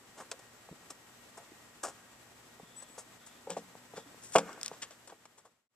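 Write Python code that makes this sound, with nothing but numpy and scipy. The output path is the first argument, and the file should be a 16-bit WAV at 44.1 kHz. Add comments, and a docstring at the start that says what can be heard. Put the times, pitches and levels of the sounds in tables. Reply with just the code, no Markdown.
"""Shoes scuff on grit and a wooden deck knocks: a skater lifts a board at a gritty roadside pad, close by.
The skater goes off to the left and drops the board on the pavement; footfalls thud, stones tick, a truck squeaks.
Blows ring the deck's modes and hardware noise, scrapes are showers of grains, the squeak is wavering metal modes.
Pavement smears the sound and the tree line throws back a soft echo, into two microphones.
Beneath lie faint trills and an outdoor hush with thin hum and whine; all fades over about the last second."""
import sys
import numpy as np
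from scipy import signal
from scipy.fft import rfft, irfft, next_fast_len
from scipy.io import wavfile
from scipy.ndimage import map_coordinates

SR = 44100
rng = np.random.default_rng(int(sys.argv[2]) if len(sys.argv) > 2 else 0)


def unload_wav(signal):
    """Save mono or channel-first audio to the path in sys.argv[1] as 16-bit WAV at rate SR, clipped to [-1, 1]."""
    wavfile.write(
        sys.argv[1],
        SR,
        np.round(np.clip(np.atleast_2d(signal).T, -1, 1) * 32767).astype(np.int16),
    )


N = 253912
TIME = np.arange(N) / SR


def amp(db):
    """Decibels to gain."""
    return 10 ** (np.asarray(db) / 20)


def evened(x):
    """Scales to rms 1."""
    return x / np.sqrt(np.mean(x ** 2) + 1e-20)


def read(points, hz):
    """A spectrum's value, joined by straight lines on a log-frequency axis."""
    f, value = np.transpose(points)
    return np.interp(np.log(hz + 1), np.log(f + 1), value)


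def add(mix, s, sound):
    """Lays a sound into the mix at time s."""
    part = mix[max(round(s * SR), 0):][:len(sound)]
    part += sound[:len(part)]


def causal(points, size=2048):
    """The sharp-fronted (minimum-phase) impulse response that has a given spectrum in dB."""
    log_gain = np.log(amp(read(points, abs(np.fft.fftfreq(size, 1 / SR)))))
    return np.fft.ifft(np.exp(np.conj(signal.hilbert(log_gain)))).real[:size // 2]


def tint(x, points):
    """Passes a sound through a spectrum."""
    return signal.oaconvolve(x, causal(points))[:len(x)]


def drift(rate_hz):
    """Slow chance of rms 1: random points, two per cycle of the rate, joined by straight lines."""
    return evened(np.interp(2 * rate_hz * TIME, np.arange(5000), rng.standard_normal(5000)))


def notes(rows, rise_s, fall_s):
    """Level of a row of notes that each rise, hold and die away."""
    level = 0
    for start, length, db in rows:
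        rise = np.clip((TIME - start) / rise_s, 0, 1)
        fall = np.exp(-np.maximum(TIME - start - length, 0) / fall_s)
        level = level + amp(db) * rise * fall
    return level


# Blows on the deck, close by. Each row: start in seconds, level in dB, brightness (low-pass corner) in Hz,
# ring length as a factor on the modes' t60.
BLOWS = [(0.315, -46.5, 1000, 0.83), (0.689, -50, 1620, 0.24), (1.378, -50, 1280, 1.2),
         (1.835, -40.5, 1400, 0.34), (1.847, -44, 1660, 1.2), (2.598, -47, 900, 0.2),
         (2.980, -47, 1180, .17), (3.4707, -38, 800, 0.61), (3.496, -38, 780, 1.27),
         (3.567, -33.5, 833, 0.6), (3.753, -46, 994, 0.074), (3.937, -45, 750, 0.2),
         (3.976, -40.5, 790, 0.61), (4.145, -53, 1000, 0.064), (4.3535, -19.5, 1800, 0.29),
         (4.3577, -16, 1700, 0.04), (4.3579, -23, 848, 1.1), (4.3592, -20, 5000, 0.65),
         (4.363, -24, 3506, 0.37), (4.3743, -27, 1200, .11), (4.3858, -26.5, 4020, 0.34),
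         (4.577, -49.5, 1400, 0.26), (4.715, -40, 950, 0.11), (4.829, -43, 2800, 1.2),
         (5.123, -44, 1410, 0.49)]
# Ringing of the deck with its trucks. Each row: pitch in Hz, level in dB, t60 in seconds at ring length 1.
DECK_MODES = [(174.5, -10.5, 0.49), (211.5, -9, 0.24), (282, -9, 0.22), (458, -12.5, .26), (493, 1, 0.074),
              (540.5, -4.5, 0.12), (688, 0, 0.09), (765, 1.5, 0.07), (807, -1.5, 0.066), (864, -5, 0.079),
              (952, -4, 0.082), (1017, -11, 0.07), (1108, -3.5, .09), (1286, -8, 0.055),
              (1394, -18.5, 0.12), (1516, -24, .1), (2252, -5.5, 0.07), (2449, -3.5, 0.066),
              (2660, -3.5, 0.046), (2860, -3, 0.061), (3244, -1, 0.05)]
# Dense rattle of wheels and hardware in each blow. Each row: frequency in Hz, level in dB.
RATTLE_COLOUR = [(30, -30), (90, -38), (170, -7.5), (370, -16.5), (500, 7), (900, -7.5), (1300, -6),
                 (1900, -18.5), (3000, -7), (4300, -10), (8000, -22), (14000, -33.5)]
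# High-pass corner of a blow of 1 kHz brightness, and the power by which it follows hardness:
# harder, shorter contacts move less bass.
LOW_HZ, LOW_FOLLOWS = 376, 0.77
# Until the second wheel lands: rocking after a blow of 1 kHz brightness (sooner if harder), or landing flat.
ROCK_S, FLAT_S = .0018, 0.00013
# The board rocks if it rings longer than this factor and is struck more softly than this.
LOOSE_RING, SLAM_DB = .6, -30


def knocks(rattle_db=-10, rattle_t60=0.19, mode_db=0, build_s=0.0012, second_db=-2, size=14000, count=220):
    """Each blow rings deck and hardware; soft contact is duller, hard contact thinner, a grip damps the ring."""
    out = np.zeros(N)
    t = np.arange(size, dtype=np.float32) / SR
    hz, level, t60 = np.transpose(DECK_MODES).astype(np.float32)[:, :, None]
    # bending waves take a moment to fill the deck
    waves = amp(level) * np.sin(2 * np.pi * hz * t) * (1 - np.exp(-t / build_s))
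    noise = rng.standard_normal(len(BLOWS) * size)
    rattles = evened(tint(noise, RATTLE_COLOUR)).reshape(-1, size)
    for (s, db, bright_hz, free), rattle in zip(BLOWS, rattles):
        hardness = bright_hz / 1000
        low_hz = LOW_HZ * hardness ** LOW_FOLLOWS
        rocks = free > LOOSE_RING and db < SLAM_DB
        gap = ROCK_S / hardness if rocks else FLAT_S
        fall = -np.log(1000) * t[:int(size * min(free, 1))] / free
        modes = (waves[:, :len(fall)] * np.exp(fall / t60)).sum(0)
        ring = amp(mode_db) * modes / np.std(modes[:count])  # levelled on its first samples
        ring = ring + amp(rattle_db) * rattle[:len(fall)] * np.exp(fall / rattle_t60)
        ring = signal.lfilter(*signal.butter(2, min(bright_hz, SR / 3), fs=SR), ring)
        ring = signal.lfilter(*signal.butter(2, low_hz, "highpass", fs=SR), ring)
        add(out, s, amp(db) * ring)
        add(out, s + gap, amp(db + second_db) * ring)  # second contact feeds some modes and cancels others
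    return out


# Footfalls beside the board. Each row: start in seconds, level in dB, pitch in Hz, swell to the peak in seconds.
FOOTFALLS = [(0.713, -42, 179, 0.0026), (0.726, -43.5, 330, 0.001), (1.518, -49.5, 315, 0.0023),
             (2.631, -45.5, 194, .003), (3.506, -45.5, 180, 0.014), (3.577, -45, 220, 0.0053),
             (3.976, -50.5, 200, 0.0056), (4.058, -56.5, 284.6, .015)]


def steps(crunch_db=-10, crunch_s=.012, size=7000):
    """A heel pushes the ground: a few low cycles that swell and die, and the dull crunch of the soil."""
    out, t = np.zeros(N), np.arange(size) / SR
    for s, db, hz, swell in FOOTFALLS:
        push = t / swell * np.exp(1 - t / swell) * np.sin(2 * np.pi * hz * t)
        band = signal.butter(2, [hz / 2, 2 * hz], "bandpass", fs=SR)
        soil = signal.lfilter(*band, rng.standard_normal(size))
        crunch = amp(crunch_db) * evened(soil) * np.exp(-t / crunch_s)
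        add(out, s, amp(db) * (push + crunch))
    return out


# Soles and deck scraping on grit. Each row: peak time in seconds, fall time constant in seconds,
# rasp in dB, body in dB over the rasp, sizzle in dB over the rasp.
SCRAPES = [(0.186, 0.024, -55.5, 7, -1.5), (0.208, 0.012, -67, 23, 10), (0.3175, 0.0055, -38.5, -4.5, -6),
           (0.394, 0.0084, -61, 7.5, 3), (0.906, 0.0079, -48.5, 2.5, 3.5), (1.377, 0.01, -60.5, 10, 9),
           (1.836, 0.0066, -46, 10, 11), (1.850, 0.015, -48.5, 10.5, 7), (1.887, 0.02, -56.5, 6.5, 3.5),
           (1.979, 0.013, -74, 11, -8), (2.827, 0.013, -62.5, 9, 3), (2.988, 0.019, -57, 7, 10),
           (3.271, 0.019, -60, -5, 5.5), (3.510, 0.022, -45.5, -0.5, -12), (3.577, 0.015, -50.5, -21, -5),
           (3.972, .022, -49, 1, -8.5), (4.248, 0.049, -61.5, -16, 11), (4.323, 0.0036, -47.5, -19, -1.5),
           (4.345, 0.028, -50, -9, 8.5), (4.359, 0.008, -29.5, 7, -10), (4.386, 0.0086, -34, 3.5, -6.5),
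           (4.492, 0.013, -58, 12.5, -12.5), (4.658, 0.025, -49, -6, -15.5), (4.736, 0.026, -59, 7, -13),
           (4.826, 0.011, -35, -16.5, -6.5), (4.912, 0.014, -51.5, -1, -10), (5.078, 0.0081, -52, 4, 4.5),
           (5.101, 0.014, -52.5, 4, -20), (5.256, .004, -45, -2, -5.5), (5.385, 0.015, -53, 4, 4),
           (5.457, 0.015, -54.5, 10.5, 1.5)]
# Colours of a scrape, low, middle and high. Each row: frequency in Hz, level in dB.
BODY_COLOUR = [(60, -42), (200, -8), (450, 2), (800, 1.5), (1250, 1), (1900, -11.5), (3500, -28),
               (8000, -56)]
RASP_COLOUR = [(500, -22), (1500, 5), (2300, 1.5), (3400, 4.5), (5000, -1.5), (6000, 4), (7500, 6.5),
               (11000, -32), (15000, -24)]
SIZZLE_COLOUR = [(2500, -40), (5000, -3.5), (6700, 6), (8500, 4), (10500, -9), (14000, -16)]
SCUFF_RISE = 0.5  # time scale of a stroke's build-up, as a share of its fall time


def scuffs(grain_db=4.0, grains_per_s=7000):
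    """Sand grains break in quick succession under each short stroke."""
    force = np.zeros((3, N))
    for s, fall, rasp_db, body_db, sizzle_db in SCRAPES:
        rise = SCUFF_RISE * fall
        t = np.arange(-3 * rise, 8 * fall, 1 / SR)
        stroke = np.exp(np.where(t < 0, -(t / rise) ** 2, -t / fall))
        for band, db in zip(force, (body_db, 0, sizzle_db)):
            add(band, s + t[0], amp(rasp_db + db) * stroke)
    sizes = amp(grain_db * np.minimum(rng.exponential(1, N), 4)) * rng.choice([-1, 1], N)
    out = np.zeros(N)
    for band, colour in zip(force, (BODY_COLOUR, RASP_COLOUR, SIZZLE_COLOUR)):
        grains = evened(sizes * (rng.random(N) < grains_per_s / SR))
        out += tint(grains * band, colour) / np.linalg.norm(causal(colour))
    return out


# Stones snapping under the wheels and shoes. Each row: start in seconds, level in dB.
STONES = [(0.3147, -37.5), (1.8697, -44), (3.5042, -34), (4.362, -24.5), (4.384, -29), (4.530, -46),
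          (4.613, -36.5), (4.6313, -30), (4.647, -41), (4.661, -28.5), (4.6807, -35.5)]
# Colour of a snap. Each row: frequency in Hz, level in dB.
STONE_COLOUR = [(300, -37.5), (1200, -17), (2500, 0), (4000, -3), (6000, 5), (8000, 6), (10000, -10.5),
                (15000, -14.5)]


def ticks(snap_s=0.00061, tail_db=-15, tail_s=0.0033, size=1500):
    """A stone gives a hard snap with a short gritty tail."""
    out, t = np.zeros(N), np.arange(size) / SR
    for s, db in STONES:
        fall = 2 * np.exp(-t / snap_s) + amp(tail_db) * np.exp(-t / tail_s)
        add(out, s, amp(db) * rng.choice([-1, 1], size) * fall)
    return tint(out, STONE_COLOUR) / np.linalg.norm(causal(STONE_COLOUR))


# Slips of a dry truck as the board swings. Each row: start in seconds, length in seconds, level in dB.
TRUCK_SLIPS = [(2.76, 0.032, -44), (2.797, .008, -43), (2.818, 0.015, -44.5), (2.88, .075, -56.5)]
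# Modes of the rubbing metal. Each row: pitch in Hz, level in dB.
TRUCK_MODES = [(5940, -19), (7935, -4.5), (9255, -20), (9500, -27)]
SQUEAK_RISE_S, SQUEAK_FALL_S = 0.0074, 0.0059


def squeak(waver=0.0059):
    """Rubbing metal sings on a few high, slightly wavering modes."""
    turns = np.cumsum(1 + waver * drift(75)) / SR
    level = notes(TRUCK_SLIPS, SQUEAK_RISE_S, SQUEAK_FALL_S)
    return level * sum(amp(db) * np.sin(2 * np.pi * hz * turns) for hz, db in TRUCK_MODES)


# Grit and pavement scatter the treble. Each row: frequency in Hz, level in dB.
GROUND_SCATTER = [(200, -22.5), (1200, -19), (2800, -15.5), (5000, -4.5), (8000, -16), (14000, -2)]


def pavement(x, fall_s=0.0043, size=1024):
    """The rough ground smears each sound by a few milliseconds, differently for each microphone."""
    taps = rng.standard_normal((2, size)) * np.exp(-np.arange(size) / SR / fall_s)
    smears = [tint(tap / np.linalg.norm(tap), GROUND_SCATTER) for tap in taps]
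    return np.array([signal.oaconvolve(x, smear)[:N] for smear in smears])


# Scatter from the near brush, then from the edge of the wood farther off.
# Each row: delay in seconds, rise in seconds, level in dB relative to the other, t60 in seconds.
TREE_ECHOES = [(.014, 0.014, 5, 0.64), (.1, .028, 0, .7)]
# Colour of the echo. Each row: frequency in Hz, level in dB.
TREE_COLOUR = [(80, -15.5), (180, 9), (330, 1.5), (600, -9.5), (1100, -3), (1600, 10), (2600, -2),
               (5000, 0), (12000, -8.5)]


def trees(x, echo_db=-21, spread=0.25, size=40000):
    """Trunks and brush scatter the sound back as two noisy tails, partly different at each microphone."""
    t = np.arange(size) / SR
    shape = np.zeros(size)
    for delay, rise, db, t60 in TREE_ECHOES:
        fall = np.exp(-np.log(1000) * (t - delay) / t60)
        shape += amp(db) * np.clip((t - delay) / rise, 0, 1) * fall
    mid, side = rng.standard_normal((2, size)) * shape / np.linalg.norm(shape)
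    tails = [tint(mid + sign * spread * side, TREE_COLOUR) for sign in (1, -1)]
    return amp(echo_db) * np.array([signal.oaconvolve(x, tail)[:N] for tail in tails])


# Faint far trills in the brush. Each row: start in seconds, length in seconds, level in dB.
FAR_TRILLS = [(2.6, 0.29, -70.5), (3.18, .2, -69.5), (3.94, 0.081, -66)]
TRILL_RISE_S, TRILL_FALL_S = 0.022, .04


def trill(centre_hz=3480, width_hz=300):
    """A fuzzy high note: sine and cosine at one pitch, each with its own fast random level."""
    sine = drift(width_hz) * np.sin(2 * np.pi * centre_hz * TIME)
    cosine = drift(width_hz) * np.cos(2 * np.pi * centre_hz * TIME)
    return (sine + cosine) * notes(FAR_TRILLS, TRILL_RISE_S, TRILL_FALL_S)


# Colour of the distant air. Each row: frequency in Hz, relative level in dB per Hz.
AIR_COLOUR = [(25, -13.5), (60, -7), (90, -4.5), (125, -3), (250, 0), (400, -1.5), (1300, -3), (2000, -5.5),
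              (2800, -7), (4500, -11), (6700, -10.5), (7800, -8.5), (8800, -17.5), (10000, -16.5),
              (14000, -16.5)]
# Likeness of the air at the two microphones. Each row: frequency in Hz, left-right correlation.
AIR_LIKENESS = [(25, 0.058), (100, 0.99), (500, 0.51), (1200, 0.59), (2500, 0), (5000, 0), (14000, 0.81)]
# Thin hum and whine. Each row: centre pitch in Hz, typical level in dB.
HUM_AND_WHINE = [(119, -75.5), (239, -74), (1890, -75)]
HUSH_DB = -57.5


def hush(swell_db=-0.41, flicker_db=0.82, whine_waver_hz=1.8, whine_waver_db=2):
    """Distant air as shaped noise, its left-right likeness set by pitch, with faintly wavering tones."""
    size = next_fast_len(N, True)
    hz = np.fft.rfftfreq(size, 1 / SR)
    a, b = rfft(rng.standard_normal((2, size)))
    same = np.clip(read(AIR_LIKENESS, hz), -1, 1)
    pair = np.array([a, same * a + np.sqrt(1 - same ** 2) * b])
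    air = evened(irfft(pair * amp(read(AIR_COLOUR, hz)), size)[:, :N])
    tones = np.zeros(N)
    for f, db in HUM_AND_WHINE:
        level = amp(db + whine_waver_db * drift(4.6)) * np.sqrt(2)  # a sine of rms 1 peaks at root 2
        turns = np.cumsum(f + whine_waver_hz * drift(8.2)) / SR
        tones += level * np.sin(2 * np.pi * turns)
    return air * amp(HUSH_DB + swell_db * drift(0.41) + flicker_db * drift(25)) + tones


# How much later the right microphone hears the skater. Each row: time in seconds, lag in microseconds.
RIGHT_LAG = [(0, 1.1), (1.9, 1), (3, 4.6), (3.5, 33), (4.4, 40)]


def scene():
    """The skater moves left, so the direct sound comes to reach the right microphone later."""
    near = knocks() + steps() + scuffs() + ticks() + squeak()
    lag = np.interp(TIME, *np.transpose(RIGHT_LAG)) * SR / 1e6  # in samples
    right = map_coordinates(near, [np.arange(N) - lag], order=3)
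    return np.array([near, right]) + pavement(near) + trees(near) + hush() + trill()


# Colour of the two microphones. Each row: frequency in Hz, left in dB, right in dB.
MIC_COLOURS = [(1500, 0, 0), (2800, .5, -1), (5000, 0, 0), (6600, 0, 0), (7900, 5, -3), (9200, 4.5, -8),
               (11000, 2, -9), (14000, 0, -7)]
FADE_AT, FADE_S = 5.687, 1.0  # moment of silence, and length of the straight fade into it, in seconds
EDGE_HZ = 14500  # upper band limit


def record(dry):
    """Each microphone's colour, a straight fade to silence that just begins to reopen, then the band limit."""
    mics = np.array(MIC_COLOURS)
    heard = np.array([tint(dry[0], mics[:, [0, 1]]), tint(dry[1], mics[:, [0, 2]])])
    fade = np.minimum(abs(TIME - FADE_AT) / FADE_S, 1)
    low_pass = signal.firwin(255, EDGE_HZ, window=("kaiser", 8), fs=SR)
    return signal.oaconvolve(heard * fade, low_pass[None], "same")


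dry = scene()
out = record(dry)
unload_wav(out)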